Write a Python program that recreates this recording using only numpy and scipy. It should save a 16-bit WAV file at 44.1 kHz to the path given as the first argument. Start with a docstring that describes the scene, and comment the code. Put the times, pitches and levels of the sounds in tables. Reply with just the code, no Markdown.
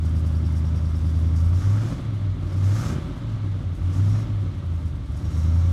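"""A V8 with a short exhaust, at fast idle in a garage and blipped three times, heard from the driver's seat.
The firing note booms in the cabin; uneven firings burble through the pipes and throb in the mufflers.
Gas roars and hisses with the throttle, the carburettor gulps and whistles, and the valve gear ticks.
Behind it the fan and belts whir, the body shudders, keys and loose trim jingle, and a panel buzzes."""
import sys
import numpy as np
from scipy import signal
from scipy.fft import rfft, irfft
from scipy.io import wavfile
from scipy.ndimage import uniform_filter1d

SR = 44100
rng = np.random.default_rng(int(sys.argv[2]) if len(sys.argv) > 2 else 0)


def file_out(sig):
    """Save sig as 16-bit WAV at sys.argv[1]."""
    # one column per channel
    cols = np.atleast_2d(sig).T
    # limit, then scale
    lim = np.clip(cols, -1, 1)
    pcm = np.round(lim * 32767).astype(np.int16)
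    wavfile.write(sys.argv[1], SR, pcm)


N = 252252
TIME_S = np.arange(N) / SR

# engine speed: (time [s], firing rate [Hz])
FIRING_RATE = [(0.0, 79.6), (0.8, 79.5), (1.39, 81.4), (1.59, 90.8), (1.95, 119.9), (2.2, 100.0),
               (2.45, 91.3), (2.7, 98.1), (2.95, 135.7), (3.26, 111.0), (3.7, 88.3), (3.84, 87.9),
               (4.24, 109.8), (4.5, 92.4), (5.1, 71.0), (5.17, 73.4), (5.72, 87.5)]
# in firing order: (strength [dB], lateness [firing gaps], tick [dB], boom [dB], throb [dB])
CYLINDER_BALANCE = [(2, .05, -12, 0, 0), (-0.8, -.16, -14, -.2, 0), (1.4, .08, -20, .8, 1),
                    (2.5, .09, -16, -1.6, 1.5), (-2, -.25, 0, -.9, 2), (-2.26, .12, -2.5, 1.3, -1.5),
                    (-1.9, .1, -18, -.6, -3.5), (0.9, -.04, -16, -1.5, -1.5)]
# accelerator, first press holds the fast idle: (start [s], down [s], release [s], opening [0-1])
PEDAL_PRESSES = [(-1, -.5, 1.9, .5), (1.15, 1.58, 1.9, .7), (2.37, 2.74, 2.9, 1), (3.8, 3.91, 4.17, .6),
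                 (5.04, 5.32, 6, .68)]
# standing waves in pipes and body: (frequency [Hz], width [Hz], lift [dB])
STANDING_WAVES = [(160.2, 20, 4.8), (239.5, 11.4, 5), (267, 18, 5.5), (288, 12, 5), (307, 20, 3.5),
                  (350, 18, 2), (385, 24, 7.5), (463, 24, 7.5), (548, 24, 8), (600, 30, 6.5), (660, 26, 3),
                  (731, 26, 3), (887, 30, 3), (1165, 60, 3.8), (1270, 40, 2), (1570, 35, 3), (1695, 35, 3),
                  (1945, 30, 4), (2105, 35, 3.5), (2249, 18, 5.5)]


def amp(db):
    """Decibels to gain."""
    return 10 ** (np.asarray(db) / 20)


def unit(x):
    """Scale to rms 1."""
    return x / np.sqrt(np.mean(x ** 2) + 1e-20)


def wander(rate_hz):
    """Low-passed random drift, rms 1."""
    hz = np.fft.rfftfreq(N, 1 / SR)
    return unit(irfft(rfft(rng.standard_normal(N)) * np.exp(-(hz / rate_hz) ** 2), N))


def unit_in_band(x, lo_hz, hi_hz):
    """Scale to rms 1 within a band."""
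    hz = np.fft.rfftfreq(N, 1 / SR)
    return x / irfft(rfft(x) * ((hz > lo_hz) & (hz < hi_hz)), N).std()


def colour(x, spectrum, modes=(), size=16384):
    """Minimum-phase filter from a spectrum and resonances: rings after a pulse, never before."""
    hz = abs(np.fft.fftfreq(size, 1 / SR))
    point_hz, point_db = np.transpose(spectrum)
    db = np.interp(np.log(hz + 1), np.log(point_hz), point_db)
    db += sum(lift / (1 + (2 * (hz - centre) / width) ** 2) for centre, width, lift in modes)
    response = np.exp(np.conj(signal.hilbert(np.log(amp(db)))))
    ring = np.fft.ifft(response).real[:size // 2]
    return signal.fftconvolve(x, ring)[:N]


def garage(x, t60_s, wet_db):
    """Direct sound plus dense reflections from near walls."""
    t = TIME_S[:SR // 2]
    tail = rng.choice([-1., 1.], len(t)) * (rng.random(len(t)) < .1) * amp(-60 * t / t60_s)
    return x + amp(wet_db) * signal.fftconvolve(x, tail / np.linalg.norm(tail))[:N]


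def train(at, sizes):
    """Impulses at the given samples."""
    return np.bincount(at, sizes, N)


def puffs(pulses, decay_s, steady):
    """Turbulence flaring at each pulse over a steady flow."""
    flare = signal.lfilter([1], [1, -np.exp(-1 / (decay_s * SR))], pulses)
    return unit((steady + unit(flare)) * rng.standard_normal(N))


def hold(start_s, end_s, attack_s, release_s):
    """Envelope: linear rise, hold, exponential decay."""
    rise = np.clip((TIME_S - start_s) / attack_s, 0, 1)
    return rise * np.exp(-np.maximum(TIME_S - end_s, 0) / release_s)


def gate(spans, attack_s, release_s):
    """Summed gain of held spans."""
    return sum(amp(db) * hold(start_s, end_s, attack_s, release_s) for start_s, end_s, db in spans)


def firing_hz():
    """Firing rate at every sample."""
    return np.interp(TIME_S, *np.transpose(FIRING_RATE))


def throttle():
    """Opening 0-1; the gas flow dies away after each release."""
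    return np.max([opening * hold(start_s, end_s, down_s - start_s, release_s=.08)
                   for start_s, down_s, end_s, opening in PEDAL_PRESSES], axis=0)


def coasting(full_load_opening=.55):
    """0 under load, 1 with the throttle shut."""
    return 1 - np.clip(throttle() / full_load_opening, 0, 1)


def effort_db(throttle_db=0, octave_db=0, idle_hz=80):
    """Level change with throttle opening and per doubling of speed."""
    return throttle_db * throttle() + octave_db * np.log2(firing_hz() / idle_hz)


def lift_off(width_s):
    """Peak around each pedal release, scaled by the opening."""
    return np.max([opening * np.exp(-((TIME_S - end_s) / width_s) ** 2)
                   for _, _, end_s, opening in PEDAL_PRESSES], axis=0)


def overrun(decay_s):
    """Swell and fade after each pedal release."""
    ages = [(np.maximum(TIME_S - end_s, 0) / decay_s, opening) for _, _, end_s, opening in PEDAL_PRESSES]
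    return sum(opening * age * np.exp(1 - age) for age, opening in ages)


def stumble_db():
    """Combustion stumbles and catches again."""
    # (time [s], half length [s], change [dB])
    stumbles = [(1.625, .014, -10), (1.99, .03, -9), (2.09, .014, 7), (2.2, .02, -4), (2.295, .03, 3),
                (2.37, .02, -5), (2.5, .015, -8), (3.27, .02, 4), (3.345, .012, 5), (3.39, .035, -5),
                (3.635, .02, -9), (3.775, .035, -15), (3.945, .015, -5), (4.275, .02, -12), (4.485, .02, 6),
                (4.54, .025, -14), (4.625, .028, -11), (4.82, .025, -5), (4.86, .012, 5), (4.955, .012, 5),
                (4.99, .025, -7), (5.06, .025, -10), (5.105, .015, 6), (5.21, .02, -8), (5.28, .012, 4),
                (5.32, .025, -7)]
    return sum(db * np.exp(-((TIME_S - time_s) / half_s) ** 2) for time_s, half_s, db in stumbles)


def lope_db(phase, column):
    """Per-cylinder level, interpolated as the crankshaft turns."""
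    levels_db = np.array(CYLINDER_BALANCE)[:, column]
    return np.interp(phase, np.arange(len(levels_db)), levels_db, period=len(levels_db))


def firings(phase, scatter_db, overrun_db, jitter_gaps):
    """Sample, cylinder and strength of each firing; less even while the engine slows."""
    count = np.arange(1, int(phase[-1]))
    cylinder = count % len(CYLINDER_BALANCE)
    strength_db, late_gaps = np.array(CYLINDER_BALANCE)[cylinder, :2].T
    spread, slip = rng.standard_normal((len(count), 2)).T
    at = np.minimum(np.searchsorted(phase, count + late_gaps + jitter_gaps * slip), N - 1)
    slowing = np.clip(-np.gradient(firing_hz()) * SR / 20, 0, 1)[at]
    return at, cylinder, amp(strength_db + (scatter_db + overrun_db * slowing) * spread)


def whir(level_db, overrun_db):
    """Fan, belts and valve train: louder with speed, rasping on the overrun."""
    # (frequency [Hz], level [dB])
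    spectrum = [(200, -20), (700, -2), (950, 7.5), (1400, 3), (1750, -1), (2050, 3), (2500, -1),
                (3400, 2.8), (4200, -1.5), (5200, -11), (7000, -20), (16000, -45)]
    db = level_db + effort_db(octave_db=5) + overrun_db * overrun(decay_s=.2)
    return amp(db) * unit(colour(rng.standard_normal(N), spectrum, STANDING_WAVES))


def bursts(times_s, levels_db, decay_s):
    """Envelope of rattles that flare and die away."""
    age = TIME_S[:SR // 4] / decay_s
    starts = train(np.round(times_s * SR).astype(int), amp(levels_db))
    return signal.fftconvolve(starts, np.sqrt(age) * np.exp(-age))[:N]


def contacts(spectrum, per_s, t60_s):
    """Tiny random knocks of metal on metal."""
    knocks = rng.standard_normal(N) * (rng.random(N) < per_s / SR)
    return unit(colour(garage(knocks, t60_s, wet_db=0), spectrum))


def rattles(jingle_db, ring_db, chatter_db, coast_db, clump_db):
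    """Keys and trim shaken by the engine: short bursts over faint, clumpy chatter."""
    # (time [s], relative jingle [dB], relative ring [dB])
    shakes = [(0.048, -48, -56), (0.089, -54, -64), (0.152, -52, -62), (0.192, -53, -66),
              (0.259, -50.5, -62), (0.362, -55, -66), (0.46, -54, -58), (0.515, -51.5, -62),
              (0.556, -51, -54), (0.754, -49.5, -55), (0.885, -54, -66), (0.962, -53.5, -66),
              (1.06, -52, -60), (1.091, -50, -56), (1.158, -54, -66), (1.19, -55, -66), (1.358, -48, -45.5),
              (1.398, -51, -60), (1.443, -52, -58), (1.483, -52, -62), (1.541, -50, -62), (3.746, -55, -64),
              (4.083, -50, -58), (4.189, -53, -60), (4.398, -58, -70), (4.57, -61, -70), (4.651, -59, -70),
              (4.778, -58, -70), (4.852, -51.5, -57), (4.95, -61, -72), (5.056, -60, -70),
              (5.116, -56, -62), (5.163, -51, -55), (5.307, -50, -60), (5.369, -50, -60), (5.58, -52, -58),
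              (5.692, -54, -64)]
    # small metal: (frequency [Hz], level [dB])
    key_spectrum = [(100, -60), (1500, -22), (3500, -9), (5500, 0), (7000, -.5), (8600, 0), (11000, -3),
                    (13000, -10), (16000, -19)]
    # ringing trim: (frequency [Hz], level [dB])
    trim_spectrum = [(100, -60), (1500, -24), (3500, -13), (4400, -14), (4750, 4), (5100, -2), (5500, 2),
                     (6000, -8), (6500, -2), (7200, -14), (16000, -40)]
    times_s, keys_db, trim_db = np.transpose(shakes)
    chatter = amp(chatter_db + coast_db * coasting() + clump_db * wander(16))
    key_gain = bursts(times_s, keys_db + jingle_db, decay_s=.016) + chatter
    trim_gain = bursts(times_s, trim_db + ring_db, decay_s=.018)
    keys = key_gain * contacts(key_spectrum, per_s=1600, t60_s=.15)
    return keys + trim_gain * contacts(trim_spectrum, per_s=2500, t60_s=.12)


def buzz(pulses, grit):
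    """Under load each firing slaps a loose panel; the rasp rings in the cabin."""
    # (start [s], end [s], level [dB])
    spans = [(1.6, 1.65, -45.5), (1.7, 1.92, -52), (2.6, 2.98, -50.5), (2.74, 2.87, -53), (4.14, 4.17, -47)]
    # (frequency [Hz], level [dB])
    spectrum = [(300, -40), (900, -12), (1250, 2), (1550, -2), (1800, -6), (2300, -15), (3600, -15),
                (6000, -28), (16000, -60)]
    slaps = np.sqrt(pulses)
    rasp = unit(garage(slaps, t60_s=.08, wet_db=4)) + grit * puffs(slaps, decay_s=.003, steady=.3)
    return gate(spans, attack_s=.015, release_s=.025) * unit(colour(rasp, spectrum, STANDING_WAVES))


def ticks(at, cylinder, level_db, coast_db, scatter_db, mode_scatter_db, fade_db_per_s, fade_from_s):
    """Valve gear ticks per firing, loudest at idle and once a cycle; each stirs the modes differently."""
    # ringing metal: (frequency [Hz], width [Hz], level [dB])
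    modes = [(3620, 240, -10), (4680, 180, -8), (4900, 170, -4.5), (5350, 200, 1), (5530, 200, -1.5),
             (5720, 150, -6), (9100, 5000, -19)]
    sizes = amp(np.array(CYLINDER_BALANCE)[cylinder, 2] + scatter_db * rng.standard_normal(len(at)))
    ring = np.zeros(N)
    for hz, width_hz, mode_db in modes:
        shares = amp(mode_scatter_db * rng.standard_normal(len(at)))
        taps = puffs(train(at, sizes * shares), decay_s=.013, steady=0)
        bandpass = signal.butter(2, [hz - width_hz / 2, hz + width_hz / 2], "band", fs=SR)
        ring += amp(mode_db) * signal.lfilter(*bandpass, taps)
    fade_db = fade_db_per_s * np.maximum(TIME_S - fade_from_s, 0)
    db = level_db - fade_db + coast_db * coasting() + effort_db(octave_db=-18)
    return amp(db) * unit(garage(ring, t60_s=.06, wet_db=1.5))


def whistle(waver_hz, flutter_db):
    """Air sings in narrow, wavering tones at the edges of the throttle plates."""
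    # (start [s], end [s], level [dB])
    spans = [(1.55, 1.66, -61), (4.09, 4.23, -59.5), (5.23, 5.52, -58.5), (5.52, 5.68, -61.5)]
    # (frequency [Hz], level [dB])
    tones = [(3760, -6), (3940, -4), (5470, -3), (5610, 0), (5900, -6), (6540, -6)]
    sound = np.zeros(N)
    for hz, db in tones:
        gain = amp(db + flutter_db * wander(20))
        sound += gain * np.sin(2 * np.pi * np.cumsum(hz + waver_hz * wander(150)) / SR)
    return gate(spans, attack_s=.025, release_s=.02) * unit(sound)


def intake(flicker_db):
    """The carburettor gulps air: a bright rush that starts and stops with the throttle plates."""
    # (start [s], end [s], level [dB])
    gulps = [(1.54, 1.925, -55), (2.62, 2.93, -52.5), (2.73, 2.89, -54), (3.905, 3.98, -54.5),
             (4.02, 4.22, -59.5), (5.29, 5.48, -58), (5.52, 5.72, -63)]
    # (frequency [Hz], level [dB])
    spectrum = [(1000, -12), (2500, -11), (4400, -6), (5300, 2), (6500, 1), (7500, -3), (8800, -9),
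                (11000, -10), (13500, -16), (16000, -24)]
    rush = unit(colour(rng.standard_normal(N), spectrum))
    return gate(gulps, attack_s=.032, release_s=.03) * amp(flicker_db * wander(80)) * rush


def hiss(pulses, level_db, flicker_db, surge_db):
    """Air pulses past the throttle and leaking joints, swelling as the throttle opens."""
    # (frequency [Hz], level [dB])
    spectrum = [(800, 4.5), (2500, -14.5), (3700, -4.5), (4500, -1), (5600, 0), (6500, -2.5), (7700, -6),
                (10500, -11), (13000, -17.5), (16000, -28)]
    air = colour(puffs(pulses, decay_s=.024, steady=3), spectrum)
    unsteady_db = flicker_db * wander(60) + surge_db * wander(6.1)
    db = level_db + effort_db(throttle_db=10.6, octave_db=5) + unsteady_db
    return amp(db) * unit_in_band(air, 4400, 14000)


def roar(pulses, level_db, crack, lift_db):
    """Each firing leaves the tailpipe as a sharp front and a puff of turbulence."""
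    # (frequency [Hz], level [dB])
    spectrum = [(100, -25), (300, -3), (430, -4), (570, -.5), (790, -4), (1000, -1.5), (1300, 0),
                (1800, -9), (2600, -12.5), (3600, -12), (4400, -21), (6000, -40), (16000, -80)]
    fronts = np.sqrt(pulses)  # mufflers even out strong and weak firings
    gas = puffs(fronts, decay_s=.01, steady=1)
    gas += crack * unit(garage(fronts - fronts.mean(), t60_s=.36, wet_db=6.5))
    db = level_db + effort_db(throttle_db=6.8, octave_db=2) + lift_db * lift_off(width_s=.08)
    return amp(db) * unit_in_band(colour(gas, spectrum, STANDING_WAVES), 450, 2200)


def shudder(level_db):
    """The rocking engine keeps the body rumbling, louder with speed."""
    # (frequency [Hz], level [dB])
    spectrum = [(10, -25), (30, -13), (38, -8.5), (46, -1), (54, 7.5), (64, -4), (90, -10.5), (200, -47.5),
                (1000, -100)]
    return amp(level_db + effort_db(octave_db=2)) * unit(colour(rng.standard_normal(N), spectrum))


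def throb(phase, pulses, level_db, lift_db, rough, sway_db):
    """Hollow mufflers ring with the firings and swell once a cycle: the lumpy V8 beat."""
    # (frequency [Hz], level [dB])
    spectrum = [(60, -45), (150, -18), (200, 0), (250, 0), (300, -1), (350, -6), (390, -15), (430, -23),
                (560, -19), (750, -23), (1200, -45), (5000, -100)]
    fronts = np.sqrt(pulses)
    drive = unit(fronts - fronts.mean()) + rough * puffs(fronts, decay_s=.008, steady=1)
    db = level_db + lope_db(phase, column=4) + lift_db * lift_off(width_s=.1)
    db += effort_db(throttle_db=1.5, octave_db=3) + sway_db * wander(12)
    return amp(db) * unit(colour(drive, spectrum, STANDING_WAVES))


def burble(phase, pulses, level_db, coast_db, lift_db, sway_db, stumble_share):
    """Unequal firings sound the other engine orders in the pipes, loudest at pedal release."""
    # pipes and cabin together: (frequency [Hz], level [dB])
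    spectrum = [(10, -15), (32, -17.5), (52, -9.5), (64, -15.5), (80, 0), (102, 2.5), (130, -3.3),
                (160, -8), (205, -15.5), (275, -20.5), (350, -26), (430, -42), (560, -36), (1000, -58),
                (5000, -110)]
    spin = np.exp(2j * np.pi * phase)
    even = 2 * (spin * uniform_filter1d(pulses / spin, SR // 5)).real
    uneven = unit(pulses - even - pulses.mean())  # the even share is the boom
    rough = np.interp(firing_hz(), [82, 120], [.06, .15])
    drive = uneven + rough * puffs(pulses, decay_s=.004, steady=.98)
    db = level_db + coast_db * coasting() + lift_db * lift_off(width_s=.08)
    db += sway_db * wander(5) + stumble_share * stumble_db()
    return amp(db) * unit_in_band(colour(drive, spectrum, STANDING_WAVES), 135, 420)


def boom(phase, gain_db, coast_db, unsteady_db, flutter, second_db, third_db, tuned_hz, width_hz):
    """The firing note sweeps the cabin resonances: weak when coasting, lumpy with overtones near idle."""
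    # (firing rate [Hz], level [dB])
    cabin_response = [(70, -24), (74.5, -29.5), (79, -22), (83, -17.5), (90, -18.5), (93, -24.5),
                      (97, -17.5), (103, -18.5), (109, -23), (116, -28), (126, -35), (135, -32)]
    rate_hz = firing_hz()
    spin = np.exp(2j * np.pi * phase)
    in_tune = 1 / (1 + ((rate_hz - tuned_hz) / width_hz) ** 2)
    note = spin + in_tune * (amp(second_db) * spin ** 2 + amp(third_db) * spin ** 3)
    db = gain_db + np.interp(rate_hz, *np.transpose(cabin_response)) + coast_db * coasting()
    db += in_tune * lope_db(phase, column=3) + stumble_db()
    db += np.maximum(in_tune, coasting()) * unsteady_db * wander(18)
    return amp(db) * np.sqrt(2) * note.real * (1 + flutter * wander(3))


def scene():
    """Mono mix of engine and car around one crankshaft and throttle."""
    phase = np.cumsum(firing_hz()) / SR  # one unit per firing
    at, cylinder, sizes = firings(phase, scatter_db=1.1, overrun_db=1.3, jitter_gaps=.018)
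    pulses = train(at, sizes)
    lag_gaps = .37
    exhaust = boom(phase - lag_gaps, gain_db=.1, coast_db=-6.3, unsteady_db=.7, flutter=.04,
                   second_db=-17.5, third_db=-19, tuned_hz=79.6, width_hz=3.1)
    exhaust += burble(phase, pulses, level_db=-33.9, coast_db=-3.6, lift_db=4.3,
                      sway_db=.7, stumble_share=.2)
    exhaust += throb(phase, pulses, level_db=-42.3, lift_db=1.5, rough=2.2, sway_db=.7)
    body = shudder(level_db=-37.3)
    gas = roar(pulses, level_db=-52, crack=.7, lift_db=1.5)
    gas += hiss(pulses, level_db=-66.7, flicker_db=.94, surge_db=.8)
    carburettor = intake(flicker_db=1) + whistle(waver_hz=55, flutter_db=2.5)
    valves = ticks(at, cylinder, level_db=-60, coast_db=-16, scatter_db=1.5, mode_scatter_db=2.5,
                   fade_db_per_s=2.4, fade_from_s=1.6)
    trim = rattles(jingle_db=-5, ring_db=1, chatter_db=-70.5, coast_db=-5, clump_db=3.5)
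    panel = buzz(pulses, grit=.8)
    fan = whir(level_db=-57.8, overrun_db=2)
    return (exhaust + body + gas + carburettor + valves + trim + panel + fan)[None]


def record(dry):
    """Steep low-pass at 15.7 kHz."""
    lowpass = signal.firwin(511, 15700, window=("kaiser", 9), fs=SR)
    return signal.oaconvolve(dry, lowpass[None], "same")


dry = scene()
out = record(dry)
file_out(out)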